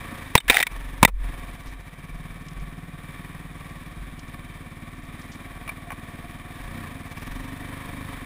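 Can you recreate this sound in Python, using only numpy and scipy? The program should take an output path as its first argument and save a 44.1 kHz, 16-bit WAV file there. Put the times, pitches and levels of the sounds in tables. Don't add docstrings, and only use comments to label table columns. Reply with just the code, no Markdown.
import sys
import numpy as np
from scipy import signal
from scipy.fft import rfft, irfft
from scipy.io import wavfile
from scipy.ndimage import uniform_filter1d, minimum_filter1d

SR = 44100
rng = np.random.default_rng(int(sys.argv[2]) if len(sys.argv) > 2 else 0)


def dump_mix(stems):
    frames = np.atleast_2d(stems).T
    limited = np.clip(frames, -1, 1)
    pcm = np.round(limited * 32767).astype(np.int16)
    wavfile.write(sys.argv[1], SR, pcm)


N = 363825
TIME = np.arange(N) / SR
EXHAUST_LEAD = 0.0451


# delay/s, signed size
PIPE_ECHOES = [(0, 1.0), (.0041, -.45), (.0076, .5), (.0121, .45), (.0163, -.55)]
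# f/Hz, width/Hz, level/dB
SILENCER_MODES = [(99.4, 79, 5.5), (162, 240, -23.5), (225, 17, 1.5), (261.5, 7.8, 1)]
# f/Hz, width/Hz, level/dB
PANEL_MODES = [(543.4, 12, 5.5), (722, 14, 3), (1070, 64, -0.5)]

def thump(cycles, revs):
    firing = strokes(cycles, 0, scatter_db=.9)
    puffs = sum(size * np.interp(TIME - delay, TIME, firing, left=0) for delay, size in PIPE_ECHOES)
    airbox = band(band(strokes(cycles, 0.1662, scatter_db=3.5), 234, 75), 259, 110)
    pipe = unit(body(puffs, SILENCER_MODES)) + undb(-9 + 7.9 * revs) * unit(airbox)
    pipe = signal.sosfilt(signal.butter(8, 320, fs=SR, output="sos"), pipe)
    shakes = strokes(cycles, 0.037, scatter_db=0.5) + .5 * strokes(cycles, 0.71, scatter_db=4)
    panels = body(shakes, PANEL_MODES)
    gas = colour(pulsing_noise(cycles, 0.17, depth_db=0.5),
                 [(40, -8), (80, -3.5), (130, -3.5), (290, 7.5), (345, -14), (900, -34), (3000, -59)])
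    return unit(unit(pipe) + undb(-19 + 11 * revs) * unit(panels) + undb(-10.5) * unit(gas))


# f/Hz, width/Hz, level/dB
CASE_MODES = [(970, 130, -3.5), (1138, 42, 4.5), (1782, 153, 2), (1850, 77, -14), (2270, 66, 2),
              (3070, 17, -6), (3400, 73, -16.5), (8360, 130, -12), (9780, 126, -8), (10180, 89, -14),
              (10740, 66, -15), (13640, 690, -14), (14400, 350, -31)]
# f/Hz, level/dB
RUSH_COLOUR = [(200, -0.5), (560, -2.5), (820, -13.5), (1100, 2.5), (1400, -5.5), (1900, -1.5), (2400, -2),
               (2750, -15.5), (3700, -8), (4300, -27), (7500, -22.5), (9800, -16), (12000, -27.5),
               (14300, -33)]

def clatter(cycles, revs, slap_gain, links=48, gear_teeth=42):
    taps = sum(size * strokes(cycles, share, scatter_db=0.5)
               for share, size in [(.02, 0.8), (.1, 0.89), (.2, 1), (.93, 0.55)])
    ticks = sum(strokes(cycles, (k + offset) / links, scatter_db=4) * rng.choice([-1, 1])
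                for k, offset in enumerate(rng.random(links)))
    chain = unit(body(ticks * swell(cycles, 0.14, depth_db=1.5), CASE_MODES))
    rush = unit(colour(pulsing_noise(cycles, 0.056, depth_db=2), RUSH_COLOUR))
    tap_decay = signal.lfilter([1], [1, -np.exp(-1 / (0.0074 * SR))], taps)
    rasp = colour(rng.standard_normal(N) * tap_decay,
                  [(300, 1), (1100, 0.5), (2400, 1), (4300, -13), (6000, -10.5), (7500, -15.5),
                   (10000, -16.5), (15000, -20)])
    slap = undb(2.5) * unit(body(taps, CASE_MODES)) + unit(rasp)
    gear = np.sin(2 * np.pi * gear_teeth * cycles + 2.2 * walk(70)) * undb(3.4 * walk(30))
    steady = chain + undb(2.5) * rush + undb(-17.5 + 17 * np.minimum(revs, .5)) * gear
    steady -= .65 * band(steady, 6000, 600)
    return unit(steady + slap_gain * unit(slap)) * undb(0.66 * walk(11))


def lugging(firing_hz, lug_hz=18, release_s=0.35):
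    since = TIME - np.maximum.accumulate(np.where(firing_hz < lug_hz, TIME, -10))
    return uniform_filter1d(np.exp(-(since / release_s) ** 2), size=4096)


# t/s, f/Hz
FIRING_RATE = [(0.0, 25.9), (0.12, 30.81), (0.31, 22.41), (0.63, 16.65), (0.74, 22.8), (1.26, 22.51),
               (1.81, 13.24), (1.98, 18.65), (3.51, 19.56), (4.63, 18.43), (5.01, 19.03), (6.52, 19.05),
               (6.78, 33.87), (6.98, 20.18), (7.1, 16.53), (7.33, 23.64), (8.08, 25.38), (8.25, 20.86)]
# t/s, thump level/dB, clatter level/dB
ENGINE_LOAD = [(0.0, -42, -41.5), (0.95, -44, -44.5), (1.3, -41.5, -42.5), (2.0, -45.5, -48),
               (3.0, -44, -45.5), (4.9, -41.5, -46), (5.5, -42.5, -45), (6.8, -40.5, -44),
               (7.2, -39, -43.5), (8.05, -37.5, -41.5), (8.25, -42, -41.5)]

def engine(idle_hz=19, clatter_db_per_octave=2.5, free_slap_db=-15.5, lug_slap_db=6.5, full_load_db=-35):
    firing_hz = curves(FIRING_RATE)[0]
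    cycles = np.cumsum(firing_hz) / SR - .28
    revs = np.log2(firing_hz / idle_hz)
    thump_db, clatter_db = curves(ENGINE_LOAD)
    slap_gain = undb(free_slap_db) + lugging(firing_hz) * undb(lug_slap_db + thump_db - full_load_db)
    exhaust = undb(thump_db) * thump(cycles + EXHAUST_LEAD, revs)
    valve_gear = undb(clatter_db + clatter_db_per_octave * revs) * clatter(cycles, revs, slap_gain)
    return exhaust + valve_gear + boom(cycles, thump_db) + whine(cycles, clatter_db)


# t/s, drive level/dB, hold/s
BOOM_SWELLS = [(2.6, -43, 0.45)]

def boom(cycles, thump_db, rest_db=-25):
    beat = unit(strokes(cycles + EXHAUST_LEAD, 0.062, scatter_db=1.5))
    drive = beat + undb(-2) * unit(pulsing_noise(cycles, 0.11, depth_db=2))
    gain = surges(BOOM_SWELLS, attack_s=0.68, release_s=0.79) + undb(thump_db + rest_db)
    return undb(-1.5) * unit(band(band(drive, 147, 37), 173, 110)) * gain


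# t/s, level/dB, hold/s
WHINE_SWELLS = [(5.65, -56.5, 1.45)]

def whine(cycles, clatter_db, rest_db=-12.5):
    tone = unit(band(band(pulsing_noise(cycles, 0, depth_db=2.5), 709, 55), 696, 130))
    return tone * np.hypot(undb(clatter_db + rest_db), surges(WHINE_SWELLS, attack_s=0.2, release_s=0.2))


# t/s, level/dB, length/s, relative thud/dB, ring drive/dB, squeak f/Hz
BRANCH_BLOWS = [(0.3529, 1.5, 0.0051, 1, -32, 2240), (0.3785, -4.5, 0.0053, -8, -5, 3720),
                (0.4023, -20, 0.0068, -20, -15, 2980), (0.4806, -20.5, 0.012, -19, -31, 1750),
                (0.4987, -4, 0.012, -6.5, -15, 2375), (0.543, -7.5, 0.0043, -23, -13.5, 745),
                (.569, -0.5, 0.0025, -22, -25, 1980), (0.6014, -8.5, 0.011, -8, -13.5, 2000),
                (.627, -4, 0.0057, -34, -21.5, 1960), (0.6676, -15, 0.0064, -15, -24, 2260),
                (1.029, 0.5, 0.0084, 1.5, -19.5, 1000), (1.0498, 15, 0.0046, -1.5, -21, 1983),
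                (1.0769, -6.5, 0.015, 2, -19, 1125)]
# f/Hz, level/dB
HOUSING_COLOUR = [(150, -32.5), (450, -16), (780, -8.5), (1300, -1.5), (1900, 3.5), (2400, 7), (2850, -3.5),
                  (3700, -3.5), (4600, -12.5), (6200, -16), (8200, -12), (10400, -6), (12000, -49.5),
                  (14000, -8)]
# f/Hz, level/dB, t60/s
SCREW_MODES = [(3650, 3, 0.032), (3640, -12, .025), (8350, -2.5, 0.033), (2234, -27.5, .018)]

def branch_blows():
    out, t = np.zeros(N), np.arange(4096) / SR
    ring = sum(undb(db) * np.sin(2 * np.pi * hz * t) * undb(-60 * t / t60) for hz, db, t60 in SCREW_MODES)
    push = np.sin(2 * np.pi * 125 * t) * np.exp(-t / 0.0045)
    mount_colour = [(40, -2.5), (130, 0.5), (230, 5), (350, -3), (480, 2), (700, -1.5), (930, 4),
                    (1300, -6), (4000, -27.5)]
    for s, db, length, thud_db, ring_db, squeak_hz in BRANCH_BLOWS:
        crack = knock(length, HOUSING_COLOUR)
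        squeak = burst(band(band(contact(length), squeak_hz, 130), squeak_hz, 900), length)
        thud = undb(-2) * push + knock(length, mount_colour)
        blow = crack + undb(-2) * squeak + undb(thud_db) * thud + undb(ring_db + 8.5) * ring
        add(out, s, undb(db) * blow)
    return out


# t/s, length/s, level/dB
BRANCH_DRAGS = [(0.359, 0.018, -15.5), (0.504, 0.114, -17.5)]
# f/Hz, width/Hz, level/dB
BARK_MODES = [(775, 130, -3), (1900, 86, -4)]

def branch_scrapes(slips_per_s=240, slip_s=0.0023, scatter_db=2.5, bark_db=-4):
    out = np.zeros(N)
    for s, length, db in BRANCH_DRAGS:
        force = np.zeros(SR // 4)
        for k, (late, size) in enumerate(rng.standard_normal((int(length * slips_per_s) + 1, 2))):
            at = np.clip((k + .3 * late) / slips_per_s, 0, length)
            force += undb(scatter_db * size) * np.roll(contact(slip_s, size=len(force)), int(at * SR))
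        housing = burst(colour(force, HOUSING_COLOUR), length)
        bark = burst(body(force, BARK_MODES), length)
        add(out, s, undb(db) * np.sqrt(2) * (housing + undb(bark_db) * bark))
    return out


# t/s, level/dB, hold/s
MOUNT_JOLTS = [(0.47, -29.5, 0.0092), (0.74, -35, 0.27), (1.08, -8.5, 0.048), (1.4, -37, 0.096),
               (1.68, -36, 0.082), (2.12, -39, 0.18), (2.6, -33, 0.023), (4.0, -36.5, 0.027),
               (6.63, -40, 0.03), (7.32, -36, 0.067)]

def mount_sway(ground_db=-46):
    rumble = colour(rng.standard_normal(N),
                    [(10, -1), (25, 0), (55, -5.5), (95, -23.5), (400, -64.5)], size=4096)
    sway = np.sqrt(2) * np.sin(wandering_phase(hz=42.4, wander_hz=2, rate=3.6))
    ground = undb(ground_db + 1.5 * walk(3.7))
    jolts = surges(MOUNT_JOLTS, attack_s=0.042, release_s=0.065)
    return (sway + undb(-8) * unit(rumble)) * np.hypot(ground, jolts) * undb(walk(16))


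# t/s, level/dB, length/s, relative dull body/dB
RACK_KNOCKS = [(5.677, -30.5, 0.0071, -8), (5.691, -25, 0.0077, -7), (5.904, -34.5, 0.0056, 5),
               (5.918, -36, 0.012, 2)]

def rack_rattle():
    out = np.zeros(N)
    modes = [(1100, 44, 7), (2330, 80, 6), (3200, 250, -31), (9670, 180, -7), (13700, 840, -19)]
    for s, db, length, dull_db in RACK_KNOCKS:
        dull = knock(length, [(200, -16), (600, -2), (1000, 3), (2200, 0), (4000, -31), (12000, -20)])
        ring = burst(body(contact(length), modes), length)
        add(out, s, undb(db) * (ring + undb(dull_db) * dull))
    return out


# t/s, level/dB, length/s
TWIG_SNAPS = [(1.671, -52.5, 0.032), (2.484, -43.5, 0.0066), (4.192, -45, 0.0098), (4.28, -52, .005),
              (5.216, -49, 0.0093), (5.318, -48, 0.025)]

def twigs_and_leaves(small_twigs=8, small_db=-60, small_s=0.008, crackles_per_s=120):
    out = np.zeros(N)
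    snap = [(1000, -40.5), (2800, -2.5), (5500, -1.5), (7200, -5), (9500, -15), (15000, -37.5)]
    for s, db, length in TWIG_SNAPS:
        add(out, s, undb(db) * knock(length, snap))
    for s in rng.random(small_twigs) * TIME[-1]:
        add(out, s, undb(small_db) * knock(small_s, snap))
    leaves = (rng.random(N) < crackles_per_s / SR) * rng.standard_normal(N) * undb(3.7 * walk(3.4))
    return out + undb(-70.5) * unit(colour(leaves, snap))


# harmonic number, level/dB
WHISTLE_PARTIALS = [(2, -71.5), (3, -63), (4, -70.5), (5, -76.5)]

def motor_whistle():
    phase = wandering_phase(hz=778.3, wander_hz=1.5, rate=5)
    partials = (undb(db + 2.9 * walk(9)) * np.sin(round(k) * phase) for k, db in WHISTLE_PARTIALS)
    return np.sqrt(2) * sum(partials)


def undb(db):
    return 10 ** (np.asarray(db) / 20)


def unit(x):
    return x / np.sqrt(np.mean(x ** 2))


def curves(table):
    s, *columns = np.transpose(table)
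    return [np.interp(TIME, s, c) for c in columns]


def surges(table, attack_s, release_s):
    power = 0
    for s, db, hold in table:
        early, late = np.maximum(s - TIME, 0), np.maximum(TIME - s - hold, 0)
        power += (undb(db) * np.exp(-(early / attack_s) ** 2 - late / release_s)) ** 2
    return np.sqrt(power)


def band(x, hz, width_hz):
    return signal.lfilter(*signal.iirpeak(hz, hz / width_hz, fs=SR), x)


def body(x, modes):
    return sum(undb(db) * band(x, hz, width) for hz, width, db in modes)


def colour(x, points, size=1024):
    hz, db = np.transpose(points)
    f = np.maximum(np.fft.rfftfreq(size, 1 / SR), 1)
    cepstrum = irfft(np.log(undb(np.interp(np.log(f), np.log(hz), db))))
    cepstrum[1:size // 2] *= 2
    cepstrum[size // 2 + 1:] = 0
    return signal.oaconvolve(x, irfft(np.exp(rfft(cepstrum))))[:len(x)]


def walk(rate):
    k = int(SR / rate)
    steps = np.repeat(rng.standard_normal(N // k + 1), k)
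    return unit(uniform_filter1d(uniform_filter1d(steps, k), k)[:N])


def wandering_phase(hz, wander_hz, rate):
    return 2 * np.pi * np.cumsum(hz + wander_hz * walk(rate)) / SR


def add(out, s, sound):
    i = int(s * SR)
    out[i:i + len(sound)] += sound[:N - i]


def contact(length, size=4096):
    return rng.standard_normal(size) * np.exp(-(np.arange(size) / SR / length) ** 2)


def burst(x, length):
    return x * np.sqrt(length * SR / 2 / np.sum(x ** 2))


def knock(length, points):
    return burst(colour(contact(length), points), length)


def strokes(cycles, share, scatter_db):
    at = np.flatnonzero(np.diff(np.floor(cycles - share)) > 0)
    out = np.zeros(N)
    out[at] = undb(scatter_db * rng.standard_normal(256)[:len(at)])
    return out


def swell(cycles, share, depth_db):
    return undb(depth_db * np.cos(2 * np.pi * (cycles - share)))


def pulsing_noise(cycles, share, depth_db):
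    return rng.standard_normal(N) * swell(cycles, share, depth_db)


def scene():
    foreground = engine() + branch_blows() + branch_scrapes() + mount_sway()
    return (foreground + rack_rattle() + twigs_and_leaves() + motor_whistle())[None]


def record(dry, limit_db=-10, hold_s=0.046, release_db_per_s=190, attack_s=0.0068, top_hz=15400):
    x = dry[0]
    level_db = 10 * np.log10(np.abs(uniform_filter1d(x ** 2, size=88)) + 1e-12)
    over_db = np.maximum(level_db - limit_db, 0)
    half_hold = int(hold_s * SR) // 2
    held_db = -minimum_filter1d(-over_db, 2 * half_hold + 1, origin=half_hold)
    ramp = release_db_per_s * TIME
    duck_db = np.maximum.accumulate(held_db + ramp) - ramp
    pole = np.exp(-1 / (attack_s * SR))
    gain = undb(-signal.lfilter([1 - pole], [1, -pole], duck_db))
    clipped = np.clip(x * gain, -1, 1)
    return signal.sosfilt(signal.ellip(8, .2, 70, top_hz, fs=SR, output="sos"), clipped)[None]


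dry = scene()
out = record(dry)
dump_mix(out)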